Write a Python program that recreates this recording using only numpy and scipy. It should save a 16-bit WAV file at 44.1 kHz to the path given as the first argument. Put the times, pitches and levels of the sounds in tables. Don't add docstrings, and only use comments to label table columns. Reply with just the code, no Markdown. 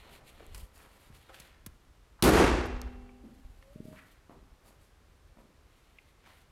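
import sys
import numpy as np
from scipy import signal
from scipy.fft import rfft, irfft
from scipy.io import wavfile
from scipy.ndimage import uniform_filter1d, minimum_filter1d

SR = 44100
rng = np.random.default_rng(int(sys.argv[2]) if len(sys.argv) > 2 else 0)


def persist_wave(psi):
    counts = np.round(np.clip(psi, -1, 1) * 32767).astype(np.int16)
    wavfile.write(sys.argv[1], SR, np.atleast_2d(counts).T)


def volts(x):
    e = np.asarray(x, float) / 20
    return 10 ** e


N = 287091


def evened(x):
    return x / np.sqrt(np.mean(x ** 2) + 1e-20)


def coloured(x, points):
    f, db = np.transpose(points)
    hz = np.fft.rfftfreq(len(x), 1 / SR) + 1
    gain = volts(np.interp(np.log(hz), np.log(f), db, -90, -90))
    return irfft(rfft(x) * gain, len(x))


def add(mix, s, sound):
    part = mix[round(s * SR):][:len(sound)]
    part += sound[:len(part)]


def resonate(x, hz, width):
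    turn = np.exp(2j * np.pi * np.cumsum(hz * np.ones(len(x))) / SR)
    r = np.exp(-np.pi * width / SR)
    return 2 * (turn * signal.lfilter([1 - r], [1, -r], x / turn)).real


def lumps(ms, depth_db):
    size = max(int(ms * SR / 1000), 1)
    wander = uniform_filter1d(uniform_filter1d(rng.standard_normal(N), size), size)
    return evened(volts(depth_db * evened(wander)))


def swells(rows, rise, fall):
    t = np.arange(0, N, 32) / SR
    power = 0
    for s, hold, db in rows:
        below_db = rise * np.maximum(s - t, 0) + fall * np.maximum(t - s - hold, 0)
        power = power + volts(db - below_db) ** 2
    return np.interp(np.arange(N) / SR, t, np.sqrt(power))


def slam():
    # (time [s], level [dB], t60 [s])
    cracks = [
        (2.2238, -6, 0.04),
        (2.238, -6.5, .04),
        (2.2465, -13.5, 0.048),
        (2.261, -20, 0.069),
    ]
    # (frequency [Hz], level [dB per Hz])
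    crack_tone = [(590, -30.5), (1000, -0.5), (2230, -14), (3050, -4), (6400, -9.5), (7350, -12),
                  (9720, -6.5), (16000, -18.5)]
    # (frequency [Hz], level [dB], t60 [s])
    modes = [(204, -38.5, 1.8), (248, -30.5, 2.24), (272.4, -24, 0.67), (332.8, -17, .65),
             (395, -41.5, 2.6), (424, -39.5, 1.5), (506, -38, 1.7), (700, -53.5, 2.2), (746, -45, 2),
             (797, -45.5, 2.5), (1005, -44.5, 1), (1841, -46.5, .8), (2750, -41.5, .7), (2715, -39.5, 1.42)]
    slam_s, touch_s = 2.2245, 3.23
    t, out = np.arange(int(1.7 * SR)) / SR, np.zeros(N)

    sizzle = evened(coloured(rng.standard_normal(6000), crack_tone))
    short_t = t[:6000]
    for k, (s, db, t60) in enumerate(cracks):
        fading = volts(db - 60 * short_t / t60) * np.minimum(short_t / .0008, 1)
        add(out, s, np.roll(sizzle, 1000 * k) * fading)

    clatter = lumps(ms=5, depth_db=1.2)[:len(t)]
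    add(out, slam_s, volts(-5) * boom(t) * clatter)
    add(out, slam_s + 0.0023, volts(-1.5 - 60 * t / 0.023) * np.sin(2 * np.pi * 170 * t))

    touched = np.maximum(t + slam_s - touch_s, 0)
    for (hz, db, t60), phase in zip(modes, rng.random(len(modes))):
        fall_db = 60 * t / t60
        if hz < 600:
            fall_db = fall_db + 60 * touched / 0.11
        ring = np.sin(2 * np.pi * (hz * t + phase)) * np.minimum(t / 0.06, 1)
        add(out, slam_s, volts(db - fall_db) * ring)
    return out


def boom(t):
    # (frequency [Hz], level [dB per Hz])
    body = [(28, -21), (55, 1), (95, -13), (170, -3.5), (370, 2), (620, -10.5), (1250, -13), (3500, -26.5)]
    # (frequency [Hz], level [dB per Hz])
    thin_metal = [(3500, -26.5), (8500, -30.5), (12500, -25), (15500, -41.5)]
    # (frequency [Hz], rise [s])
    rises = [(70, 0.023), (160, 0.0057), (330, 0.021), (900, 0.011), (4000, .009), (9000, 0.015)]
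    # (frequency [Hz], t60 [s])
    decays = [(28, 1.8), (60, 1.09), (100, 1.08), (170, 0.64), (800, 0.84), (2500, 0.92), (7000, 0.69),
              (15500, 0.273)]
    tone = body + thin_metal[1:]
    centres = np.linspace(np.log(tone[0][0]), np.log(tone[-1][0]), num=36)
    log_hz = np.log(np.fft.rfftfreq(len(t), 1 / SR) + 1)
    noise = rfft(rng.standard_normal(len(t)))

    def at(centre, points):
        f, value = np.transpose(points)
        return np.interp(centre, np.log(f), value)

    out, power = 0, 0
    for k, centre in enumerate(centres):
        window = np.interp(log_hz, centres, np.arange(len(centres)) == k, 0)
        band = irfft(noise * window, len(t)) * volts(at(centre, tone))
        swell = 1 - np.exp(-t / at(centre, rises))
        out = out + band * swell * volts(-60 * t / at(centre, decays))
        power += np.mean(band ** 2)
    return out / np.sqrt(power)


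def sole():
    # (time [s], pitch [Hz], level [dB])
    squeal = [
        (3.585, 521, -73),
        (3.65, 536.5, -68),
        (3.7, 551, -62),
        (3.74, 576, -64.5),
        (3.768, 615.4, -64),
        (3.82, 624, -67),
        (3.9, 625, -58.5),
        (3.95, 628, -58.5),
        (3.98, 632, -70),
    ]
    # (time [s], peak [dB], pitch [Hz])
    jerks = [
        (3.756, -33, 170),
        (3.8003, -30, 189),
        (3.8505, -33.5, 180),
        (3.8808, -37.5, 190),
        (3.913, -42, 201),
        (3.924, -39, 193),
    ]
    s, hz, db = np.transpose(squeal)
    t, out = np.arange(s[0], s[-1], 1 / SR), np.zeros(N)
    tone = np.sqrt(2) * np.sin(2 * np.pi * np.cumsum(np.interp(t, s, hz)) / SR)
    uneven = lumps(ms=8, depth_db=2.6)[:len(t)]
    add(out, s[0], tone * volts(np.interp(t, s, db)) * uneven * signal.windows.tukey(len(t), .2))

    t = np.arange(-.012, .025, 1 / SR)
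    for s, db, hz in jerks:
        low = np.cos(2 * np.pi * hz * t - .3) * np.exp(-(t * hz / 0.48) ** 2)
        high = volts(-14) * np.cos(2 * np.pi * 430 * t) * np.exp(-(t / 0.0034) ** 2)
        add(out, s + 0.00476 + t[0], volts(db) * (low + high) / 1.34)
    return out


def slide():
    # (time [s], level [dB], centre [Hz])
    path = [
        (3.9, -89, 945),
        (3.931, -52.5, 980),
        (3.952, -55.5, 1150),
        (3.96, -57, 1900),
        (3.99, -56, 1900),
        (4.03, -71, 1590),
        (4.102, -81, 1534),
        (4.198, -82, 1400),
    ]
    s, db, hz = np.transpose(path)
    t, out = np.arange(s[0], s[-1], 1 / SR), np.zeros(N)
    grit = rng.standard_normal(len(t)) * lumps(11.0, 3.7)[:len(t)]
    centre = np.interp(t, s, hz)
    rasp = evened(resonate(resonate(grit, centre, 1150), centre, 1150))
    add(out, s[0], volts(np.interp(t, s, db)) * rasp)
    return out


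def steps():
    # (time [s], peak [dB], starting pitch [Hz],
    # t60 [s], room [dB])
    footfalls = [
        (3.238, -43, 301, 0.092, -8.5),
        (3.449, -38.5, 50.3, 0.18, -24),
        (4.296, -34.5, 273, 0.0096, -7.5),
        (4.691, -56.5, 261, 0.049, -20),
        (5.37, -49, 248, 0.035, -6),
    ]
    # (time [s], peak [dB], starting pitch [Hz], t60 [s], room [dB])
    bumps = [
        (.4045, -40, 680, 0.031, -21),
        (1.102, -44, 190, 0.11, -17),
        (1.4, -48.5, 263, 0.05, -23),
        (1.6645, -43, 325, .25, -25.5),
    ]
    near, far, t = np.zeros(N), np.zeros(N), np.arange(6000) / SR
    for rows, settle, sag_s in ((footfalls, 0.524, 0.018), (bumps, 0.12, 0.01)):
        for s, db, hz, t60, room_db in rows:
            turns = np.cumsum(hz * (settle + (1 - settle) * np.exp(-t / sag_s))) / SR
            push = np.sin(2 * np.pi * turns) * volts(db - 60 * t / t60) * np.minimum(t / .001, 1)
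            add(near, s, push)
            add(far, s, volts(room_db) * push)
    return near, far


def landings():
    # (time [s], peak [dB], low edge [Hz], high edge [Hz], t60 [s])
    contacts = [
        (.4045, -48, 500, 1820, 0.015),
        (.421, -45, 110, 596, 0.1),
        (1.2946, -45, 293, 1420, .08),
        (3.245, -45.5, 130, 393, 0.15),
        (3.2385, -56, 497, 1080, 0.022),
        (4.2955, -47, 345, 1270, 0.025),
        (4.305, -46, 200, 890, 0.18),
        (5.3725, -50.5, 292, 1290, 0.016),
        (5.385, -51.5, 247, 900, 0.13),
    ]
    return snaps(contacts)


def ticks():
    # (time [s], peak [dB], low edge [Hz], high edge [Hz], t60 [s])
    clicks = [(0.466, -45, 7500, 13000, 0.0044), (0.5475, -30, 700, 9800, 0.02),
              (.5797, -40, 5500, 11900, 0.014), (1.0965, -66, 3000, 12000, .01),
              (1.2927, -53, 1200, 3070, 0.023), (1.3444, -39.5, 700, 2980, 0.034),
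              (1.4, -40, 2940, 12000, 0.033), (1.663, -38, 600, 5970, 0.036),
              (1.6636, -31.5, 8340, 14600, 0.022), (2.1905, -50.5, 880, 1410, 0.19),
              (2.659, -44, 8000, 12000, 0.0066), (2.667, -44, 9000, 13200, 0.0091),
              (2.8167, -30.5, 7460, 12650, 0.0027), (2.8167, -29.5, 2200, 7120, 0.0039),
              (3.092, -52, 2080, 2370, 0.013), (3.092, -54, 715, 1146, .015),
              (3.6263, -48, 850, 2700, 0.015), (3.6263, -60, 2800, 5500, .006),
              (3.9595, -55.5, 1313, 2800, 0.052), (5.9857, -44, 2080, 2650, 0.021),
              (5.9857, -60, 2370, 3600, .01)]
    return snaps(clicks)


def snaps(rows):
    out, t = np.zeros(N), np.arange(7000) / SR
    for s, db, low_hz, high_hz, t60 in rows:
        drive = rng.standard_normal(len(t)) * volts(-9.0 - 60 * t / t60) + (t == 0)
        band = signal.butter(2, [low_hz, high_hz], "band", fs=SR, output="sos")
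        burst = signal.sosfilt(band, drive)
        add(out, s - .0003, volts(db) * burst / abs(burst).max())
    return out


def scuffs():
    # (time [s], hold [s], level [dB], centre [Hz])
    moves = [(0, .15, -61.5, 485), (.2, .18, -67, 480), (0.398, .02, -62, 447), (.552, .01, -60, 450),
             (.76, .1, -63, 880), (.95, .2, -69, 1070), (1.29, .02, -66, 1220), (1.352, .05, -59, 2310),
             (1.45, .08, -66.5, 1890), (4.66, 0.014, -64.5, 493), (6.26, .04, -61, 1650)]
    drags = np.array(moves)
    grit = rng.standard_normal(N) * lumps(3.3, 3.7)
    centre = np.interp(np.arange(N) / SR, drags[:, 0], drags[:, -1])
    scuff = resonate(resonate(grit, centre, 2900), centre, 2900)
    scuff /= np.sqrt(uniform_filter1d(scuff ** 2, size=8000))
    return scuff * swells(drags[:, :-1], rise=330, fall=240)


def handling():
    # (frequency [Hz], level [dB per Hz])
    rumble_tone = [(8.8, -40), (15, -8), (43, 4), (87, -2), (95, -9), (108, -14.5), (200, -23), (260, -43),
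                   (440, -120)]
    # (time [s], hold [s], level [dB])
    jolts = [(.165, .02, -60), (.35, 0.15, -68), (.495, .03, -47), (.56, 0.086, -48.5), (.78, 0.019, -61),
             (1.09, .06, -53), (1.39, 0.039, -58), (1.65, 0.072, -55), (2.75, 0.027, -42),
             (2.86, 0.026, -39), (2.94, 0.09, -49), (3.09, 0.64, -59), (3.76, 0.08, -62),
             (4.49, 0.032, -56), (5.12, 0.026, -60)]
    rumble = evened(coloured(rng.standard_normal(N), rumble_tone) * lumps(25, 2.5))
    tremor = volts(-61.5 - 0.22 * np.arange(N) / SR)
    return rumble * np.hypot(tremor, swells(jolts, rise=460, fall=460))


def cloth():
    # (frequency [Hz], level [dB per Hz])
    rustle_tone = [(1800, 3), (3000, 3), (4500, 0), (5700, -8), (7000, -3.5), (12500, -2), (15000, -13),
                   (16200, -16)]
    # (time [s], hold [s], level [dB], coarse part against the fine hiss [dB])
    rubs = [(0, 0.095, -69.5, 10), (0.114, 0.037, -62, 4.5), (0.277, 0.013, -59, 2.5),
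            (0.35, 0.18, -71, 7.5), (.56, 0.064, -57, -4), (0.757, .06, -61.5, -5.5),
            (0.862, 0.14, -69.5, 0), (1.02, 0.062, -66, 0.5), (1.16, 0.01, -61, -1), (1.21, 0.071, -73, 7),
            (1.347, 0.014, -60.5, -2), (1.393, 0.037, -64, 2), (1.45, 0.022, -68, 2),
            (3.25, 0.69, -76.5, 0), (3.85, 0.17, -69, -3), (4.071, 0.058, -68.5, 0), (4.31, .02, -77, 0),
            (4.66, .04, -63, -8), (4.82, 0.039, -70.5, -3), (5.39, .02, -76.5, -2),
            (5.699, 0.41, -80.5, 6.5), (5.77, .03, -76, 0), (6.274, 0.13, -71, 2.5)]
    crackle = rng.standard_normal(N) * lumps(1.5, 1.5) * lumps(15, 1.8)
    rustle = evened(coloured(crackle, rustle_tone))
    coarse = irfft(rfft(rustle) * (np.fft.rfftfreq(N, 1 / SR) < 4400), N)
    fine_rows = [(s, hold, db) for s, hold, db, _ in rubs]
    coarse_rows = [(s, hold, db + part_db) for s, hold, db, part_db in rubs]
    fine = (rustle - coarse) * swells(fine_rows, rise=530, fall=270)
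    return fine + coarse * swells(coarse_rows, rise=530, fall=270)


def garage(x):
    t = np.arange(SR) / SR
    tail = resonate(rng.standard_normal(SR), 0, 2470)
    tail = tail * volts(-60 * t / 0.7) * (t > .008)
    return signal.fftconvolve(x, tail / np.linalg.norm(tail))[:N]


def still_air():
    # (frequency [Hz], level [dB per Hz])
    air_tone = [(59, -39), (100, -1), (206, -9), (365, -8.5), (910, -14.5), (1060, -13), (10000, -30),
                (14400, -34), (16000, -45)]
    return volts(-66.5) * evened(coloured(rng.standard_normal(N), air_tone))


def scene():
    near, far = steps()
    tick, landing, rubber = ticks(), landings(), sole()
    scuff = scuffs() + slide()
    wet = garage(far + volts(-17.0) * tick + volts(-11) * landing + volts(-17) * rubber + volts(-7.5) * scuff)
    feet = near + landing + rubber + scuff
    return (slam() + feet + tick + handling() + cloth() + wet + still_air())[None]


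def top_cut(x):
    return signal.sosfilt(signal.butter(12, 16810, fs=SR, output="sos"), x)


def record(dry):
    limit_db, release_db_s, ratio = -15, 121, 6
    shock_share, shock_s = 0.54, 0.064
    power_db = 10 * np.log10(abs(uniform_filter1d(dry[0] ** 2, size=120)) + 1e-12)
    fall = np.arange(N) * release_db_s / SR
    held_peak_db = np.maximum.accumulate(power_db + fall) - fall
    over_db = np.maximum(held_peak_db - limit_db, 0)
    ahead_db = -minimum_filter1d(-over_db, size=160)
    keep = np.exp(-1 / (shock_s * SR))
    shock_db = np.maximum(ahead_db - signal.lfilter([1 - keep], [1, -keep], ahead_db), 0)
    cut_db = (1 - 1 / ratio) * ahead_db + shock_share * shock_db
    held = dry / volts(uniform_filter1d(cut_db, size=100))
    mix = signal.oaconvolve(held, signal.firwin(255, 16000, fs=SR)[None], "same")
    return top_cut(mix)


dry = scene()
out = record(dry)
persist_wave(out)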